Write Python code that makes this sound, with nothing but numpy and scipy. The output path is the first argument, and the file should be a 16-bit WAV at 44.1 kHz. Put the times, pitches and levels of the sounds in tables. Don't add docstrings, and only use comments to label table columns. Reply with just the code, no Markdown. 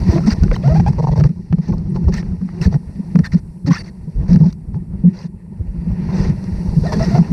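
import sys
import numpy as np
from scipy import signal
from scipy.io import wavfile
from scipy.ndimage import uniform_filter1d, minimum_filter1d

SR = 44100
rng = np.random.default_rng(int(sys.argv[2]) if len(sys.argv) > 2 else 0)


def unload_wav(signal):
    wavfile.write(
        sys.argv[1],
        SR,
        np.round(np.clip(np.atleast_2d(signal).T, -1, 1) * 32767).astype(np.int16),
    )


def ratio(d):
    e = np.asarray(d, float) / 20
    return 10 ** e


N = 322812

# t/s, level/dB, f/Hz, length/s
KNOCK_EVENTS = [(0.072, -8, 180, 0.04), (.188, -9, 180, .022), (0.153, -7.5, 156, 0.034),
                (0.274, -3, 213, 0.041), (0.43, -6, 161, 0.031), (0.541, -10.5, 152, 0.026),
                (0.655, -4, 136.8, 0.063), (0.731, -6.5, 157.5, 0.083), (0.789, -11.5, 180.3, 0.068),
                (0.891, -3.5, 144.7, 0.036), (1.206, -3, 146.6, 0.042), (1.245, -3.5, 140, 0.043),
                (1.297, -9.5, 165, 0.031), (1.53, -3, 166.4, 0.037), (1.586, -7.5, 164, 0.038),
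                (1.692, -6, 182, 0.039), (1.737, -15.5, 172, 0.035), (1.957, -16, 139.3, 0.05),
                (2.089, -9, 167, 0.038), (2.137, -10.5, 172, 0.033), (2.23, -13, 164, 0.024),
                (2.323, -14.5, 175, 0.048), (2.416, -14, 185.7, 0.069), (2.612, -8.5, 156, 0.03),
                (2.662, -4.5, 179, 0.047), (2.745, -4.5, 146, 0.04), (2.993, -11.5, 190.6, 0.031),
                (3.156, 2, 179.4, 0.03), (3.192, 0, 168.3, 0.03), (3.342, -3, 173, 0.046),
                (3.673, -8.5, 156.6, 0.045), (3.703, -1.5, 164, 0.038), (4.077, -17, 163, 0.038),
                (4.184, -12.5, 136.3, 0.04), (4.312, 0.5, 177.9, 0.053), (4.36, 2, 171.6, 0.031),
                (4.409, 3, 160, 0.049), (4.449, -4.5, 174.7, 0.056), (4.754, -15, 145.3, 0.044),
                (5.045, 1.5, 176.4, 0.062), (5.246, -16.5, 166, 0.035), (5.863, -11.5, 174.2, 0.055),
                (6.288, -8, 155, 0.041), (6.772, -2, 156.8, 0.032), (6.963, -5.5, 194, 0.028),
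                (7.019, -6.5, 142, 0.021), (7.117, -11, 195, 0.042), (7.138, -4, 140, 0.037),
                (7.182, 0.5, 171.3, 0.056), (7.303, -7.5, 185.2, 0.053)]
# t/s, level/dB, treble against middle/dB
TICK_EVENTS = [(.113, -24, -12), (.205, -28, -25), (0.181, -15.5, -26.5), (0.4338, -22.5, -2.5),
               (0.4796, -25, -41.5), (0.5136, -11, -25.5), (0.5629, -16.5, -19), (0.676, -21.5, -15.5),
               (1.1987, -20, -10), (1.208, -20, -18), (1.2382, -14, -18), (1.26, -26, -18),
               (1.291, -36, -6.5), (1.5259, -14.5, -22.5), (1.5845, -31.5, -12), (1.6823, -44, 6.5),
               (1.725, -27.5, -25), (1.781, -39.5, 0), (1.9614, -25, -13), (2.0404, -36.5, -7),
               (2.14, -22, 1), (2.2276, -26, -33), (2.414, -34, -20), (2.4887, -28, -25), (2.726, -25, -14),
               (2.742, -25, -16), (3.1555, -13.5, -17), (3.1896, -15, -16), (3.6687, -30.5, -5.5),
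               (4.3298, -26.5, 0.5), (4.3595, -17, -14), (4.5265, -37, 3.5), (4.7432, -32.5, -36),
               (6.4405, -32, -6), (6.93, -20, -12), (7.183, -24, -25)]
# t/s, hiss level/dB, creak against hiss/dB, length/s
SCRAPE_EVENTS = [(.068, -35, 5, .13), (0.261, -31, 3, 0.038), (0.298, -27.5, -5, 0.041),
                 (.526, -36.5, 1, 0.033), (0.625, -41, 2, 0.13), (.74, -39, 4.5, .054),
                 (.794, -39, 1.5, .023), (0.859, -38.5, 8, 0.045), (.926, -43.5, 11, .011),
                 (1.175, -40.5, 16, 0.044), (1.232, -43.5, 15.5, 0.046), (1.612, -48, -.5, .11),
                 (1.677, -54, 20, .03), (1.72, -48, 16.5, 0.028), (1.944, -47.5, 15, .036),
                 (2.08, -42.5, 16.5, .02), (2.119, -37, -7, .1), (2.61, -32, -1, .068),
                 (2.711, -44, 10.5, 0.054), (3.238, -35, -22, 0.038), (3.317, -37, -3.5, .035),
                 (3.35, -47, -3, 0.05), (3.661, -34.5, -1, .033), (3.698, -33, -16, 0.093),
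                 (3.778, -40.5, -9, 0.048), (3.833, -47, 0.5, 0.071), (4.278, -40, 7, 0.084),
                 (4.384, -46, 11, .09), (4.454, -47.5, -2, 0.066), (4.732, -56.5, 13, 0.043),
                 (5.129, -46, 3, .15), (6.12, -38, 3, .19), (6.83, -40.5, 4, .093),
                 (6.919, -29.5, 11, 0.027), (6.94, -42, 13, .065), (6.991, -34.5, -7, 0.076),
                 (7.03, -37, -5, .18), (7.145, -43, 17, .06)]
# f/Hz, width/Hz, level/dB
SHELL_MODES = [(1800, 150, 2.5), (2750, 300, -9.5), (4120, 160, -13), (4800, 420, -4), (5540, 170, -4),
               (8670, 1100, -21.5), (12500, 1100, -41)]
# f/Hz, level/dB
WALL_SPECTRUM = [(150, -15), (250, -17.5), (559, -1.5), (664, -11), (748, -8.5), (858, -9.5), (1150, -24),
                 (1820, -20.5), (3100, -40.5), (4520, -25), (5550, -21), (6810, -41), (15000, -70)]
# f/Hz, width/Hz, level/dB
CREAK_MODES = [(370, 44.4, 6), (500, 66, 0.5), (650, 82, -2), (841.6, 45, -1), (926, 176, -5.5)]
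# f/Hz, width/Hz, level/dB
GURGLE_MODES = [(290, 100, 5), (430, 150, 4), (640, 130, -2), (830, 100, 0), (960, 120, -2)]
# f/Hz, width/Hz, level/dB
CAVITY_MODES = [(151.4, 54.6, -0.5), (188.4, 50.7, 1)]
# t/s, level/dB
HISS_CURVE = [(0.0, -62.5), (1.61, -74), (3.12, -66), (5.44, -72.5), (6.99, -58.5), (7.32, -65.5)]
# t/s, level/dB
STREAM_CURVE = [(0, -43), (.25, -45), (.51, -50), (1.1, -52), (1.35, -61), (1.85, -58), (2.2, -52),
                (2.39, -58), (2.62, -50), (2.8, -59), (3.2, -54), (3.4, -64), (4.08, -61), (4.34, -49),
                (4.52, -65), (4.88, -64), (5.14, -54), (5.28, -66), (5.5, -64), (5.93, -51), (6.15, -40),
                (6.29, -39.5), (6.34, -49), (6.8, -47), (7, -41), (7.32, -45)]
# t/s, level/dB, start f/Hz, end f/Hz, length/s
GLIDE_EVENTS = [(.088, -19, 330, 370, .025), (0.132, -13, 320, 345, 0.022), (.155, -14, 300, 340, 0.03),
                (0.162, -25, 618, 652, 0.035), (0.237, -38, 1310, 1425, .02),
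                (0.432, -37.5, 1390, 1454, 0.019), (.515, -17, 500, 513, 0.016),
                (0.542, -25.5, 1800, 1870, 0.0057), (0.556, -34, 3080, 3130, .007),
                (0.558, -33.5, 3960, 4150, 0.0092), (0.635, -22, 490, 718, .035),
                (.672, -23, 565, 946, .022), (.681, -21.5, 450, 494, .014), (0.696, -19.5, 577, 661, .045),
                (0.748, -20.5, 524, 822, 0.033), (0.797, -18.5, 687, 845, 0.0095),
                (0.863, -17.5, 800, 866, .024), (1.718, -62, 12900, 11800, .007),
                (1.74, -61, 11900, 12500, .008), (1.894, -57, 9400, 8450, .012),
                (1.906, -62, 8600, 9800, .018), (2.08, -27, 820, 972, 0.0081), (2.528, -35, 345, 365, .12),
                (2.614, -35, 2750, 2620, .011), (2.614, -35, 5450, 5280, .011),
                (2.628, -32, 1910, 1936, 0.008), (2.632, -40, 4150, 3980, .022),
                (3.236, -33.5, 1926, 1790, 0.047), (3.259, -35, 4700, 4240, 0.013),
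                (3.672, -14.5, 296, 264, 0.05), (3.781, -34.5, 4960, 4510, .04),
                (3.709, -23, 945, 1050, .007), (3.715, -28, 1300, 1545, .01),
                (3.733, -25, 1100, 1200, 0.012), (3.758, -27, 1290, 1390, .012),
                (3.767, -27.5, 1760, 1800, .02), (6.836, -24, 430, 500, .016), (6.85, -23, 600, 680, 0.028),
                (6.888, -28, 600, 625, .035), (6.866, -33.5, 1935, 1800, 0.049),
                (6.926, -33.5, 1845, 1654, 0.032), (7.002, -20, 600, 670, 0.048),
                (7.112, -29, 633, 680, 0.049), (7.147, -16, 620, 704, .022), (7.15, -22, 900, 860, .014),
                (7.171, -21, 680, 640, 0.028)]
GLIDE_PARTIALS_DB = [0, -18, -22, -33]
# t/s, level/dB, f/Hz
SHOVE_EVENTS = [(0.098, -10, 65), (0.403, -12.5, 56), (0.488, -6.5, 38.8), (0.711, -6.5, 67.3),
                (0.8, -4.5, 104), (1.1, -12, 55), (1.189, -2, 103.5), (1.24, -10, 60), (1.511, -11, 96),
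                (1.719, -12, 102), (2.045, -9, 89), (2.069, -2, 70.5), (2.664, 1, 73.4), (3.22, -16.5, 70),
                (3.33, -13, 81), (3.651, -12.5, 109), (4.157, -10.5, 44.3), (4.317, -11, 46),
                (4.36, -9.5, 80), (4.43, -8, 90), (4.745, -19, 80.7), (5.605, -11, 83), (5.68, -15, 45),
                (5.78, -15, 60)]
# t/s, level/dB
SURGE_CURVE = [(0, -20), (.5, -25), (.85, -17), (.96, -24), (1.3, -30), (1.53, -34), (1.75, -25),
               (2.18, -23), (2.4, -33), (2.6, -26), (2.95, -32), (3.22, -27), (3.45, -34), (4.12, -34.5),
               (4.34, -19.5), (4.54, -33), (4.93, -26.5), (5.28, -37), (5.57, -32), (6.1, -19), (6.4, -26),
               (6.95, -19), (7.32, -24.5)]
# f/Hz, width/Hz, level/dB
RAP_MODES = [(500, 200, -0.5), (694, 200, -0.5), (900, 190, 0)]
# t/s, level against the wash/dB
SAND_CURVE = [(0, 1), (1.3, 1), (2.4, -1), (4.2, -2), (5.15, -7), (5.9, -6), (6.2, -7), (6.45, -2), (7, 3),
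              (7.32, -2)]

LIMIT_DB = -.7
RUMBLE_DB, RUMBLE_FOLLOWS = -30, 0.83
GURGLE_DB = -48
GURGLE_FOLLOWS_STREAM, GURGLE_FOLLOWS_SURGE = .95, .1
HUM_DB = -21
SILT_DB = 1.5
DULL_DB, DULL_PER_CREAK = 3.5, -0.16
JUDDER_START_S, JUDDER_EVERY_S, JUDDER_HOLD_S = 0.98, .0438, .028
JUDDER_HZ, JUDDER_BOOM_DB, JUDDER_RATTLE_DB, JUDDER_HISS_DB = 148.6, -7, -20, -42
RAP_HZ, RAP_JITTER_S = 150, .0005


def rms_one(x):
    return x / np.sqrt(np.mean(x ** 2) + 1e-20)


def in_time(rows):
    s, *columns = np.transpose(rows)
    return [np.interp(np.arange(N) / SR, s, c) for c in columns]


def drift(rate):
    r = np.exp(-80 * np.pi * rate / SR)
    noise = rng.standard_normal(N // 40 + 2002)
    slow = signal.lfilter([1], [1, -2 * r, r * r], noise)[2000:]
    return np.interp(np.arange(N) / 40, np.arange(len(slow)), rms_one(slow))


def band(x, low_hz, high_hz, order=2):
    return signal.sosfilt(signal.butter(order, [low_hz, high_hz], "band", fs=SR, output="sos"), x)


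def resonate(x, modes, patchy_db=0):
    out = 0
    for k, (hz, width, db) in enumerate(modes):
        r = np.exp(-np.pi * width / SR)
        top = (1 - r * r) / 2 * np.array([1, 0, -1])
        bottom = [1, -2 * r * np.cos(2 * np.pi * hz / SR), r * r]
        gain = ratio(db + patchy_db * drift(22)) if patchy_db else ratio(db)
        out = out + (-1) ** k * gain * signal.lfilter(top, bottom, x)
    return out


def shell(x, patchy_db=0):
    hz, db = np.transpose(WALL_SPECTRUM)
    grid = np.linspace(0, SR / 2, 1025)
    wall_db = np.interp(np.log(grid + 1), np.log(hz), db)
    taps = signal.firwin2(1023, grid, ratio(2 * wall_db) + 1e-9, fs=SR)
    through_wall = signal.fftconvolve(x, signal.minimum_phase(taps))[:N]
    return ratio(-1.5) * through_wall + ratio(-25.5) * resonate(x, SHELL_MODES, patchy_db)


def hump(length, skew):
    count = max(int(length * SR), 8)
    return np.sin(np.pi * (np.arange(count) / count) ** skew)


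def add(out, s, x):
    at = round(s * SR)
    out[at:at + len(x)] += x[:N - at]


def grit(per_s, spread_db):
    sizes = ratio(spread_db * np.minimum(rng.exponential(1, N), 5)) * rng.choice([-1, 1], N)
    return rms_one(sizes * (rng.random(N) < per_s / SR))


def ringing_grains(per_s, low_hz, high_hz, cycles):
    grains, pitches = grit(per_s, 3.87), np.geomspace(low_hz, high_hz, 18)
    dealt = rng.integers(0, len(pitches), N)
    rings = [resonate(grains * (dealt == k) + 1e-18, [(hz, hz / cycles, 0)]) for k, hz in enumerate(pitches)]
    return rms_one(sum(rings))


def judder_times(count=5):
    return JUDDER_START_S + JUDDER_EVERY_S * np.arange(count)


def knocks():
    booms, jolt = np.zeros((2, N))
    slid = [(s + 0.0121, JUDDER_BOOM_DB, JUDDER_HZ, JUDDER_HOLD_S + .008) for s in judder_times()]
    shoves = [(s, db, hz, 2.52 / hz) for s, db, hz in SHOVE_EVENTS]
    for s, db, hz, length in KNOCK_EVENTS + slid + shoves:
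        envelope = hump(length, .85) ** min(.05 / length, 1.5)
        t = np.arange(len(envelope)) / SR
        boom = np.sin(2 * np.pi * hz * t)
        boom += .25 * np.sin(2 * np.pi * 1.241 * hz * t)
        boom += 0.026 * np.sin(4 * np.pi * hz * t)
        add(booms, max(s - .008, 0), ratio(db) * envelope * boom)
        add(jolt, s, ratio(db) * np.exp(-t / 0.011))
    shaken_wall = band(jolt * rng.standard_normal(N), 230, 480, order=3) * ratio(-5.0)
    return band(booms, 20, 700) + shaken_wall


def ticks():
    middle, treble = np.full((2, N), 1e-18)
    t = np.arange(300) / SR
    cracks = rng.standard_normal((len(TICK_EVENTS), len(t))) * np.exp(-t / 0.0029)
    for (s, db, treble_db), crack in zip(TICK_EVENTS, cracks):
        add(middle, s, ratio(db) * crack)
        add(treble, s, ratio(db + treble_db) * crack)
    dull = band(band(middle, 240, 1000, order=1), 230, 2300, order=4) * ratio(10.0)
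    ringing = band(shell(treble), 3900, 15000, order=3) * ratio(33.5)
    return dull + ringing


def scrapes():
    bright_level, dull_level, creak_level = np.zeros((3, N))
    slid = [(s, JUDDER_HISS_DB, 0, JUDDER_HOLD_S) for s in judder_times()]
    for s, db, creak_db, length in SCRAPE_EVENTS + slid:
        envelope = hump(length, 0.87) ** (0.34 + 1.8 * length)
        add(bright_level, s, ratio(db) * envelope)
        add(dull_level, s, ratio(db + DULL_DB + DULL_PER_CREAK * creak_db) * envelope)
        add(creak_level, s, ratio(db + creak_db) * envelope)
    rubbing = grit(5000, 0.69) + 0.36 * ringing_grains(500, 1300, 6500, 42)
    hiss = rms_one(band(shell(rubbing, patchy_db=4.0), 1200, 14000))
    bright, dull = band(hiss, 2440, 21000, order=3), band(hiss, 1000, 3080, order=3)
    throb_hz = 155 * (1 + .12 * drift(30.2))
    throb = np.maximum(np.sin(2 * np.pi * np.cumsum(throb_hz) / SR), 0) ** 3.7
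    slips = grit(6000, 2.0) * (0.3 + 1.87 * throb) * creak_level
    creak = band(resonate(slips, CREAK_MODES, patchy_db=2.5), 280, 1125, order=4) * ratio(17.5)
    return bright * bright_level + dull * dull_level + creak


def gliding_tones():
    out, waver, flutter = np.zeros(N), drift(90), drift(160)
    for s, db, start_hz, end_hz, length in GLIDE_EVENTS:
        envelope = hump(length, 0.52) ** 0.37
        at = round(s * SR)
        here = slice(at, at + len(envelope))
        glide = end_hz + (start_hz - end_hz) * np.linspace(1, 0, len(envelope)) ** 3.5
        pitch = glide + 0.035 * np.minimum(glide, 1200) * waver[here]
        phase = 2 * np.pi * np.cumsum(pitch) / SR
        tone = sum(ratio(partial_db) * np.sin((k + 1) * phase)
                   for k, partial_db in enumerate(GLIDE_PARTIALS_DB) if (k + 1) * start_hz < SR / 3)
        add(out, s, ratio(db + 2.08 * flutter[here]) * envelope * tone)
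    return out


def judder(count=4):
    raps = np.full(N, 1e-18)
    t = np.arange(200) / SR
    for s in judder_times():
        for late in np.arange(count) / RAP_HZ + RAP_JITTER_S * rng.standard_normal(count):
            strength = ratio(2.0 * rng.standard_normal())
            roughness = 1 + .45 * rng.standard_normal(len(t))
            add(raps, s + .003 + late, strength * roughness * np.exp(-t / .0003))
    rattle = band(resonate(raps, RAP_MODES, patchy_db=4.0), 330, 1050, order=4)
    return ratio(JUDDER_RATTLE_DB + 16) * rattle


def water():
    (surge_db,), (wash_db,) = in_time(SURGE_CURVE), in_time(STREAM_CURVE)
    push_db, flow_db = surge_db - surge_db.mean(), wash_db - wash_db.mean()

    rumble_db = RUMBLE_DB + RUMBLE_FOLLOWS * push_db + 5.3 * drift(17) + 2.35 * drift(16)
    rumble = rms_one(band(rng.standard_normal(N), 34, 107.7)) * ratio(rumble_db)

    push = rng.standard_normal(N) * ratio(surge_db + 2.5 * drift(25))
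    drone = resonate(resonate(push, CAVITY_MODES), [(172, 70, 0.0013)]) * ratio(27.5)
    drone = drone + band(drone ** 2, 310, 420) * ratio(HUM_DB - surge_db)

    gurgle_db = GURGLE_DB + GURGLE_FOLLOWS_STREAM * flow_db + GURGLE_FOLLOWS_SURGE * push_db
    swirl = grit(2500, 2.5) + 0.12 * ringing_grains(430, 280, 1107, 13)
    on_wall = resonate(swirl, GURGLE_MODES, patchy_db=1.5) + 0.033 * swirl
    gurgle = rms_one(band(on_wall, 220, 1400, order=3)) * ratio(gurgle_db + 1.8 * drift(20))

    sand = rms_one(band(shell(grit(9000, 1.3), patchy_db=4.5), 1150, 15000))
    silt = band(sand, 900, 3100, order=3) * ratio(wash_db + SILT_DB + 1.5 * drift(15))
    grains_db = wash_db + in_time(SAND_CURVE)[0] + 0.5 * drift(30)
    grains = band(sand, 3100, 16000, order=3) * ratio(grains_db)
    return rumble + drone + gurgle + silt + grains


def high_hiss():
    return rms_one(band(rng.standard_normal(N), 7600, 10740)) * ratio(in_time(HISS_CURVE)[0])


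def scene():
    return (knocks() + ticks() + scrapes() + gliding_tones() + judder() + water())[None]


def limit(x):
    need = np.minimum(1, ratio(LIMIT_DB) / (np.abs(x) + 1e-9))
    gain = uniform_filter1d(minimum_filter1d(need, size=301), size=301)
    return x * gain


def band_limit(x):
    return signal.sosfilt(signal.butter(12, 15130, fs=SR, output="sos"), x)


def record(dry):
    dull_top = signal.butter(8, 14200, fs=SR, output="sos")
    mix = limit(signal.sosfilt(dull_top, dry[0] + high_hiss()))
    return band_limit(mix[None])


dry = scene()
out = record(dry)
unload_wav(out)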